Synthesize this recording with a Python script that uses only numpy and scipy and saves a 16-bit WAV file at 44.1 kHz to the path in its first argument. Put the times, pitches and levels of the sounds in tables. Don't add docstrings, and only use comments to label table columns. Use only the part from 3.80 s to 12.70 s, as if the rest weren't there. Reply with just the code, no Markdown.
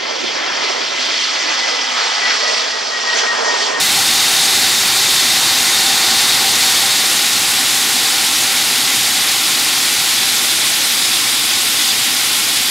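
import sys
import numpy as np
from scipy import signal
from scipy.fft import rfft, irfft
from scipy.io import wavfile

SR = 44100
rng = np.random.default_rng(int(sys.argv[2]) if len(sys.argv) > 2 else 0)


def dump_mix(stems):
    frames = np.atleast_2d(stems).T
    limited = np.clip(frames, -1, 1)
    pcm = np.round(limited * 32767).astype(np.int16)
    wavfile.write(sys.argv[1], SR, pcm)


N = 392490
TIME = np.arange(N) / SR
HZ = np.fft.rfftfreq(16384, 1 / SR)

# (time [s], distance [0 close over the heap, 1 drawn back])
MIC_PATH = [(0, 0.17), (2.8, 0.017), (3.4, 0.36), (5.3, 0.62), (6.5, 0.78), (8.9, 0.97)]


def pea_stream():
    chute_lift_db, heap_lift_db = gushes()
    distance = curve(MIC_PATH)
    off_beam = np.minimum((distance / .35) ** 2, 1)
    sliding = gain_of(-16.5 - 3.3 * off_beam + chute_lift_db) * chute()
    hiss = tub_echoes(heap(), echo_db=-14.5, spread_s=.016, count=10)
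    landing = gain_of(-14 - 2 * distance ** 2 + heap_lift_db) * hiss
    return sliding + landing


def heap():
    # (frequency [Hz], level close [dB], level drawn back [dB])
    hiss_spectrum = [(400, -35.5, -29), (1400, -8.5, -11), (2460, -4, 1.5), (3260, 1, 3.5), (5000, 1, 1),
                     (5700, 1, 0.5), (7300, 0, 0.5), (8600, -2, 0.5), (10400, -4.5, -1.3),
                     (11600, -7.5, -1.4), (12700, -7, -6.5), (14000, -11, -9), (15900, -19.5, -15)]
    hz, close_db, back_db = np.transpose(hiss_spectrum)
    ticks = impacts(per_s=20000, spread_db=2) * feed(throb=.035, clump_db=.45, clump_hz=36)
    ticks = flutter(ticks, depth_db=.86, patch_hz=900, patch_s=.011)
    return at_microphone(ticks, slope_power(np.c_[hz, close_db]), slope_power(np.c_[hz, back_db]))


def flutter(x, depth_db, patch_hz, patch_s):
    hz, seconds, spectrum = signal.stft(x, SR, nperseg=256)
    patches = rng.standard_normal(spectrum.T.shape).T
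    for axis, memory in enumerate([np.exp(-hz[1] / patch_hz), np.exp(-seconds[1] / patch_s)]):
        patches = signal.lfilter([1 - memory], [1, -memory], patches, axis=axis)
    spectrum = spectrum * gain_of(depth_db * unit_rms(patches))
    return unit_rms(signal.istft(spectrum, SR, nperseg=256)[1][:N])


def tub_echoes(x, echo_db, spread_s, count):
    distance, sample = curve(MIC_PATH), np.arange(N)
    echoes = np.zeros(N)
    for path, shift, sign in rng.random((count, 3)):
        delay_s = spread_s * (.1 + path) + .0005 * (shift - .5) * distance
        echoes += np.sign(sign - .5) * np.interp((sample - delay_s * SR) % N, sample, x)
    return (x + gain_of(echo_db) * echoes / np.sqrt(count)) / np.hypot(1, gain_of(echo_db))


def chute():
    # (frequency [Hz], width [Hz], level close [dB], level drawn back [dB])
    chute_modes = [(3170, 240, -12, -6), (3460, 140, -9.5, 3), (3623, 116, 1.5, -8), (3754, 104, 2.5, 1.5),
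                   (4010, 83, 0.5, 2), (4170, 120, -2.5, -10), (4350, 100, 0, -2.5), (4510, 140, -2.5, -7),
                   (4750, 94, 0.5, 2.5), (4970, 160, -19, -2), (5234, 86, -3, 1), (5780, 76, -15, -5),
                   (6530, 80, -22, -10)]
    blows = impacts(per_s=4000, spread_db=2) * feed(throb=.055, clump_db=.64, clump_hz=20)
    return metal_body(blows, chute_modes)


def gushes():
    # (middle [s], length [s], chute change [dB], heap change [dB])
    pea_gushes = [(.55, .7, .3, .5), (1.35, .6, 0.5, 0.3), (2.9, .3, -1, 1), (4.65, .2, -2, 0.5),
                  (6.3, .2, .3, .7), (6.85, .15, 1.5, 0.5), (7.27, .3, 1.8, 0.5), (8.05, 0.26, 3.5, 0.5)]
    chute_lift_db, heap_lift_db = np.zeros((2, N))
    for middle, length, ring_db, hiss_db in pea_gushes:
        swell = np.cos(np.pi * np.clip((TIME - middle) / length, -.5, .5)) ** 2
        chute_lift_db += ring_db * swell
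        heap_lift_db += hiss_db * swell
    return chute_lift_db, heap_lift_db


def drum():
    # (frequency [Hz], width [Hz], level close [dB], level drawn back [dB])
    low_modes = [(730, 16, -19, -9), (777.7, 28, 3, 0), (835, 21, -3, 0), (910, 20, -3, -8),
                 (950, 15, -9, -16)]
    # (frequency [Hz], width [Hz], level close [dB], level drawn back [dB])
    panel_modes = [(1070, 42, -1, 0.5), (1143, 30, -3, -6), (1353, 30, -4, 2.5), (1467, 38, -1, 1),
                   (1830, 32, 4, 2.5), (1937, 30, 2, 4), (2028, 15, 9, 7), (2195, 54, 1, 6),
                   (2420, 64, 0, 3.5), (2750, 50, 0, -6)]
    # (frequency [Hz], level [dB])
    scour_spectrum = [(150, -30), (400, -12), (700, -6.5), (1000, -4), (1350, -1.5), (1700, -1), (2200, -1),
                      (2800, -3), (4000, -11), (8000, -34)]
    # (time [s], level [dB])
    load_swell = [(0, 1.5), (.8, 0), (1.2, -2.4), (1.7, -1), (2.27, 2), (2.6, -.8), (4.7, 0.2), (6.1, 1),
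                  (7.0, -.2), (8.9, -.2)]
    load_db = curve(load_swell)
    blows = impacts(per_s=9000, spread_db=2.5) * feed(throb=.03, clump_db=.75, clump_hz=14)
    scouring = impacts(per_s=14000, spread_db=2) * feed(throb=.03, clump_db=.5, clump_hz=18)
    low_ring = falloff(close_db=-28, drop_db=9.5) * metal_body(blows, low_modes)
    panels = metal_body(scouring, panel_modes, slope_power(scour_spectrum))
    rattle = falloff(close_db=-20.5, drop_db=3.5) * panels
    return gain_of(load_db) * low_ring + gain_of(.18 * load_db) * rattle


def blower():
    # (frequency [Hz], level [dB])
    air_spectrum = [(15, -26), (35, -34), (55, -11.5), (100, -4), (170, -2), (300, 0.5), (430, -3),
                    (600, -5), (900, -7.5), (2000, -43)]
    # (frequency [Hz], width [Hz], level close [dB], level drawn back [dB])
    duct_modes = [(127.6, 20, 1.5, 2), (201, 13, 3, -2), (243.5, 12, 4.5, 6.5), (257, 13, 3.5, 9.5),
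                  (325, 25, 4, 7), (393, 16, 6, -8), (437, 14, -8, 1)]
    rumble = metal_body(rng.standard_normal(N), duct_modes, slope_power(air_spectrum))
    return falloff(close_db=-31.5, drop_db=3) * rumble


def impacts(per_s, spread_db):
    size = gain_of(spread_db * np.minimum(rng.exponential(1, N), 4))
    return size * rng.choice([-1, 1], N) * (rng.random(N) < per_s / SR)


def feed(throb, clump_db, clump_hz, rotor_hz=42.81):
    shake = 1 + throb * np.sin(2 * np.pi * rotor_hz * TIME)
    smoothing = 1 + (np.fft.rfftfreq(N, 1 / SR) / clump_hz) ** 2
    clumps = unit_rms(irfft(rfft(rng.standard_normal(N)) / smoothing, N))
    return shake * gain_of(clump_db * clumps)


def metal_body(drive, modes, broad_power=0):
    close_power = back_power = broad_power
    for hz, width, close_db, back_db in modes:
        peak = (HZ * width) ** 2 / ((HZ ** 2 - hz ** 2) ** 2 + (HZ * width) ** 2)
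        close_power = close_power + gain_of(close_db) ** 2 * peak
        back_power = back_power + gain_of(back_db) ** 2 * peak
    return at_microphone(drive, close_power, back_power)


def at_microphone(drive, close_power, back_power):
    distance = curve(MIC_PATH)
    return unit_rms((1 - distance) * ring(drive, close_power) + distance * ring(drive, back_power))


def falloff(close_db, drop_db):
    return gain_of(close_db - drop_db * curve(MIC_PATH))


def ring(drive, power):
    log_gain = np.log(power / power.max() + 1e-10) / 2
    mirrored = np.concatenate([log_gain, log_gain[-2:0:-1]])
    response = np.fft.ifft(np.exp(np.conj(signal.hilbert(mirrored)))).real
    running = np.concatenate([drive[-len(response) + 1:], drive])
    return unit_rms(signal.oaconvolve(running, response, "valid"))


def slope_power(points):
    hz, db = np.transpose(points)
    return gain_of(np.interp(np.log(HZ + 1), np.log(hz), db)) ** 2


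def curve(points):
    return np.interp(TIME, *np.transpose(points))


def gain_of(db):
    return 10 ** (np.asarray(db) / 20)


def unit_rms(x):
    return x / np.sqrt(np.mean(x ** 2) + 1e-20)


def scene():
    machine = blower() + drum()
    return np.tile(machine + pea_stream(), (2, 1))


def record(dry):
    ceiling, low_cut_hz, band_edge_hz = .67, 36, 15780
    rounded = ceiling * np.tanh(dry / ceiling)
    cut = signal.sosfilt(signal.butter(2, low_cut_hz, "high", fs=SR, output="sos"), rounded)
    band_limit = signal.firwin(1023, band_edge_hz, window=("kaiser", 9), fs=SR)
    return signal.oaconvolve(cut, band_limit[None], "same")


dry = scene()
out = record(dry)
dump_mix(out)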